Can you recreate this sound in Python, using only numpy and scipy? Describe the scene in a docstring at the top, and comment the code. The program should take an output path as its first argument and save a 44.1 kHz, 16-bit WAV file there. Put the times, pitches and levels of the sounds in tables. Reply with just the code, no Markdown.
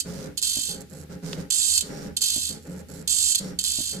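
"""A small, faintly humming room: a hanging pen plotter draws letters close to a stereo microphone.
Stepper motors drone through the drawing board while the nib scratches the paper.
A hobby servo on the right whirs through its plastic gears to lower and lift the pen,
clacking at the ends of travel; the pen lands on the board with a thump."""
import sys
import numpy as np
from scipy import signal
from scipy.fft import rfft, irfft
from scipy.io import wavfile

SR = 44100
rng = np.random.default_rng(int(sys.argv[2]) if len(sys.argv) > 2 else 0)


def waveform_to_disk(signal):
    """Save audio, clipped to [-1, 1], as 16-bit WAV at the path in sys.argv[1]."""
    frames = np.transpose(np.atleast_2d(signal))
    scaled = np.clip(frames, -1, 1) * 32767
    samples = np.round(scaled).astype(np.int16)
    wavfile.write(sys.argv[1], SR, samples)


N = 176400

# Stepper moves: start_s, end_s, level_db, start_step_hz, end_step_hz, nib_hiss_db
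MOVES = [(0.04, 0.293, -36, 163.4, 196.9, -43.5), (0.678, 0.816, -39.5, 159.7, 196.9, -71),
         (0.897, 1.042, -43, 133.5, 152.8, -57), (1.085, 1.165, -39.5, 159.7, 189, -45),
         (1.22, 1.375, -36.5, 175, 157.2, -40.5), (1.367, 1.436, -37, 171.7, 188.8, -41),
         (1.812, 1.909, -40, 203.5, 184.8, -43), (1.888, 2.096, -36, 182.5, 197.7, -45),
         (2.482, 2.575, -41, 207.5, 218.4, -44.5), (2.64, 2.819, -40.5, 160.3, 203.6, -55.5),
         (2.88, 3.03, -41, 135.5, 149.2, -50), (3.39, 3.529, -36.5, 199.1, 177.2, -44.5),
         (3.913, 3.998, -36.5, 189.1, 191, -52.5)]


def undb(db):
    """Decibels to gain."""
    return 10 ** (np.asarray(db) / 20)


def unit(x):
    """Scale to rms 1."""
    return x / np.sqrt(np.mean(x ** 2))


def colour(x, points):
    """Minimum-phase filter from (freq_hz, gain_db) points."""
    hz, db = np.array(points, float).T
    size = 8192
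    bins_hz = np.arange(size // 2 + 1) * SR / size
    cepstrum = irfft(np.interp(np.log(bins_hz + 1), np.log(hz), np.log(undb(db))))
    cepstrum[1:size // 2] *= 2
    cepstrum[size // 2 + 1:] = 0
    return signal.fftconvolve(x, irfft(np.exp(rfft(cepstrum))))[:N]


def ring(x, hz, width_hz):
    """One damped mode of unit energy."""
    r = np.exp(-np.pi * width_hz / SR)
    return signal.lfilter([np.sqrt(2 * (1 - r * r))], [1, -r * np.exp(2j * np.pi * hz / SR)], x).imag


def grains(per_s, scatter_db):
    """Tiny random impacts of uneven size."""
    impacts = (rng.random(N) < per_s / SR) * rng.choice([-1, 1], N)
    return unit(impacts * undb(scatter_db * np.clip(rng.standard_normal(N), -2, 2)))


def walk(rate_hz):
    """Random wander, spread near 1."""
    knots = rng.standard_normal(2000)
    return np.interp(np.arange(N) / SR * rate_hz, np.arange(len(knots)), knots)


def gate(start_s, end_s, attack_s, release_s):
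    """Linear attack, hold, exponential release."""
    t = np.arange(N) / SR
    return np.clip((t - start_s) / attack_s, 0, 1) * np.exp(-np.maximum(t - end_s, 0) / release_s)


def blows(table):
    """One impulse per (time_s, level_db) row."""
    x = np.zeros(N)
    for time_s, db in table:
        x[int(time_s * SR)] += undb(db)
    return x


def smear(x, decay_s):
    """Spread each impulse into a noisy decay of equal energy."""
    tail = rng.standard_normal(N // 4) * np.exp(-np.arange(N // 4) / SR / decay_s)
    return signal.fftconvolve(x, tail / np.linalg.norm(tail))[:N]


def diffuse(mid, other):
    """Stereo image: shared bass, unrelated treble."""
    side = signal.sosfilt(signal.butter(1, 820, "high", fs=SR, output="sos"), other)
    return np.array([mid + side, mid - side])


def room_tone():
    """Steady air noise and a low wavering hum."""
    # Air spectrum: freq_hz, gain_db
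    spectrum = [(25, -42), (55, 1.5), (80, 18), (110, -4), (230, 5), (500, -11.5), (1000, -28), (1500, -18),
                (3000, -20), (14000, -26)]
    air_db, hum_db = -50.5, -58
    mid, side = (unit(colour(rng.standard_normal(N), spectrum)) for _ in range(2))
    hum_hz = 77.8 + 5.47 * walk(10)
    hum = unit(np.sin(2 * np.pi * np.cumsum(hum_hz) / SR) * undb(3.6 * walk(11)))
    return undb(air_db) * diffuse(mid, side) + undb(hum_db) * hum


def reverb(source):
    """The walls return a short, separate tail to each microphone."""
    t60_s, return_db = 0.32, -9.5
    send = colour(source, [(170, 1), (800, -6), (4500, -1), (7400, -9)])
    return undb(return_db) * np.array([smear(send, t60_s / np.log(1000)) for _ in range(2)])


def bead_chain():
    """The bead chain ticks once."""
    # Tick: time_s, strength_db
    ticks = [(1.331, -0.5)]
    return np.array([ring(smear(blows(ticks), 0.003), hz=4100, width_hz=1600) for _ in range(2)]) / 2


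def pen_thumps():
    """The pen lands on the board and bounces once."""
    # Landings: time_s, strength_db
    landings = [(0.569, -6), (2.3626, -5), (3.787, -4)]
    # Struck board: mode_hz, width_hz, gain_db
    modes = [(140, 10, -6), (245, 30, -3), (295, 50, -4), (598, 55, -11)]
    bounce_s, bounce_db = 0.01685, -3
    hits = blows(landings) + blows([(s + bounce_s, db + bounce_db) for s, db in landings])
    return sum(undb(db) * ring(hits, hz, width_hz) for hz, width_hz, db in modes) / 2


def nib():
    """The nib hisses along strokes, at times catches in small skips, and squeals faintly."""
    # Friction spectrum: freq_hz, gain_db
    spectrum = [(1000, -5), (2500, -15), (3600, -7), (5000, -2.5), (7000, -3.5), (14000, -16)]
    # Nib catching on paper: start_s, end_s, level_db
    scrapes = [(0.803, 0.825, -40.5), (0.898, 1.04, -47.5), (2.625, 2.817, -50), (2.885, 3.027, -46)]
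    # Squeals on fast strokes: start_s, end_s
    squeals = [(1.87, 2.01), (3.40, 3.48)]
    edge_s, catch_s = 0.043, 0.00085
    hiss_left_db, catch_left_db, squeal_db = -8.5, -22, -53
    strokes = sum(undb(db) * gate(start, end - 0.03, edge_s, 0.02) for start, end, *_, db in MOVES)
    strokes *= undb(0.5 * walk(39.3))
    friction = np.array([unit(colour(grains(6000, scatter_db=9), spectrum)) for _ in range(2)])
    hiss = friction * strokes * undb([[hiss_left_db], [0]])
    skips = smear(grains(per_s=390, scatter_db=0.61), catch_s)
    catches = ring(skips, hz=6600, width_hz=3300)
    catches = unit(signal.sosfilt(signal.butter(4, 4800, "high", fs=SR, output="sos"), catches))
    catches *= sum(undb(db) * gate(start, end, catch_s, catch_s) for start, end, db in scrapes)
    squeal = unit(ring(rng.standard_normal(N), hz=5550, width_hz=90))
    squeal *= sum(gate(start, end, edge_s, edge_s) for start, end in squeals)
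    return hiss + catches * undb([[catch_left_db], [0]]) + undb(squeal_db) * squeal


def step_pulses(step_hz, jitter=0.03):
    """One pulse per motor step, slightly uneven."""
    steps = np.cumsum(step_hz * (1 + jitter * walk(70))) / SR
    return unit(np.diff(np.floor(steps), prepend=0))


def board_drone(step_hz, effort):
    """Pulses of two motors and the rattle of the drive shake the board."""
    # Board response: freq_hz, gain_db
    response = [(60, -31), (110, -1.5), (180, 9), (330, -9.5), (540, -17.5), (680, -20), (1000, -21.5),
                (1400, -15), (2200, -24), (6000, -53)]
    # Board resonances: mode_hz, width_hz, gain_db
    modes = [(179.8, 8.3, 12), (287, 15, 6), (422.2, 26.4, 11), (506.6, 49, 9.5), (813.4, 11, -2.5)]
    second_ratio, second_db, rattle_db, modes_db = 0.73, -1, 8, -1
    motors = step_pulses(step_hz) + undb(second_db) * step_pulses(step_hz * second_ratio)
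    drive = unit(motors + undb(rattle_db) * grains(1500, scatter_db=2.5))
    drive = (drive - drive.mean()) * effort
    ringing = sum(undb(db) * ring(drive, hz, width_hz) for hz, width_hz, db in modes)
    return unit(unit(colour(drive, response)) + undb(modes_db) * unit(ringing)) * np.std(drive)


def steppers():
    """The step rate glides through each move: board drone plus a clean line at that rate."""
    tone_db = -11.5
    t = np.arange(N) / SR
    effort, weighted_hz = np.full(N, 1e-12), np.zeros(N)
    for start_s, end_s, db, start_hz, end_hz, _ in MOVES:
        envelope = undb(db) * gate(start_s, end_s, attack_s=0.0203, release_s=0.029)
        effort += envelope
        weighted_hz += envelope * np.interp(t, [start_s, end_s], [start_hz, end_hz])
    step_hz = weighted_hz / effort
    tone = unit(np.sin(2 * np.pi * np.cumsum(step_hz) / SR)) * effort * undb(tone_db)
    return diffuse(board_drone(step_hz, effort), board_drone(step_hz, effort)) + tone


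def place_right(source):
    """The left microphone gets the source late and weaker, with reflections off the board."""
    # Path to the left microphone: freq_hz, gain_db
    far_side = [(1800, -14.5), (3300, -7.5), (4500, -9), (6300, -13), (7400, -26.5), (10000, -14),
                (14000, -27.5)]
    lag_samples, reflections_db = 18, 6
    delayed = np.pad(source, (lag_samples, 0))[:N]
    reflections = undb(reflections_db) * smear(source, decay_s=0.0031)
    return np.array([colour(delayed + reflections, far_side), source])


def servo():
    """Gear teeth rattle the housing, wobbling once a turn; twitches and clacks mark starts and stops."""
    # Arm sweeps: start_s, end_s, level_db, sag_db_per_s, rundown_s, whine_db
    sweeps = [(0.425, 0.715, -20.5, 24, 0.03, -34), (1.518, 1.78, -22.5, -4, 0.0059, 1.5),
              (2.218, 2.494, -19, 29, 0.032, -26), (3.094, 3.325, -22.5, -1.5, 0.016, 3),
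              (3.642, 3.919, -21, 24, 0.037, -21)]
    # Gear train twitches: start_s, level_db
    twitches = [(0.0, -21), (0.375, -19), (0.416, -27.5), (1.502, -19), (1.777, -17.5), (1.807, -22.5),
                (2.166, -19.5), (2.208, -28), (3.075, -19.5), (3.347, -14.5), (3.379, -23), (3.588, -20),
                (3.611, -31), (3.63, -34)]
    # Gears taking up their play: time_s, strength_db
    clacks = [(0.3725, -13), (0.4265, 4), (1.503, -8), (1.7765, -2), (2.2175, 5), (3.076, -8), (3.349, -2),
              (3.5885, -11), (3.6402, 5)]
    # Housing response: freq_hz, gain_db
    housing = [(500, -45), (1400, -30), (2100, -34), (2700, -24), (3450, -14), (3900, -16), (4450, -9),
               (5000, -14), (5800, -15), (6900, -8), (7400, 0), (7950, -7), (9400, -10), (9900, -14),
               (10400, -11), (12000, -18), (12900, -18), (14400, -26)]
    # Housing resonances: mode_hz, width_hz
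    modes = [(2620, 60), (3110, 50), (3470, 120), (4010, 55), (4450, 130), (6250, 160)]
    teeth_per_s, scatter_db, wobble_hz, wobble_db = 5200, 2, 53.56, 3
    modes_db, clack_gain_db, twitch_s = -9, 14, 0.008
    t = np.arange(N) / SR
    turn_rad = 2 * np.pi * np.cumsum(wobble_hz * (1 + 0.086 * walk(25.74))) / SR
    teeth = grains(teeth_per_s, scatter_db) * undb(wobble_db * np.sin(turn_rad) + 0.62 * walk(250))
    gear_ring = ring(grains(teeth_per_s, scatter_db), hz=7880, width_hz=3000)
    whine = unit(colour(gear_ring, housing))
    ringing = sum(ring(grains(teeth_per_s, scatter_db), hz, width_hz) for hz, width_hz in modes)
    rattle = unit(colour(teeth, housing)) + undb(modes_db) * unit(colour(ringing, housing))
    hits = blows(clacks)
    sound = colour(hits + smear(hits, decay_s=0.0005) / 2, housing) * undb(clack_gain_db)
    for start_s, end_s, db, sag_db_per_s, rundown_s, whine_db in sweeps:
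        sag_db = sag_db_per_s * np.clip(t - start_s, 0, end_s - start_s)
        envelope = gate(start_s, end_s, 0.0021, rundown_s) * undb(db - sag_db)
        sound += envelope * (rattle + undb(whine_db) * whine)
    for start_s, db in twitches:
        sound += gate(start_s, start_s + twitch_s, 0.0013, 0.0093) * undb(db) * rattle
    return sound


def scene():
    """Plotter, reverberation and room tone."""
    direct = place_right(servo()) + steppers() + nib() + pen_thumps() + bead_chain()
    return direct + reverb(direct[1]) + room_tone()


def record(dry):
    """The recorder rounds the highest peaks and cuts the top."""
    top_hz = 14800
    return signal.sosfilt(signal.ellip(8, 0.2, 70, top_hz, fs=SR, output="sos"), np.tanh(dry))


dry = scene()
out = record(dry)
waveform_to_disk(out)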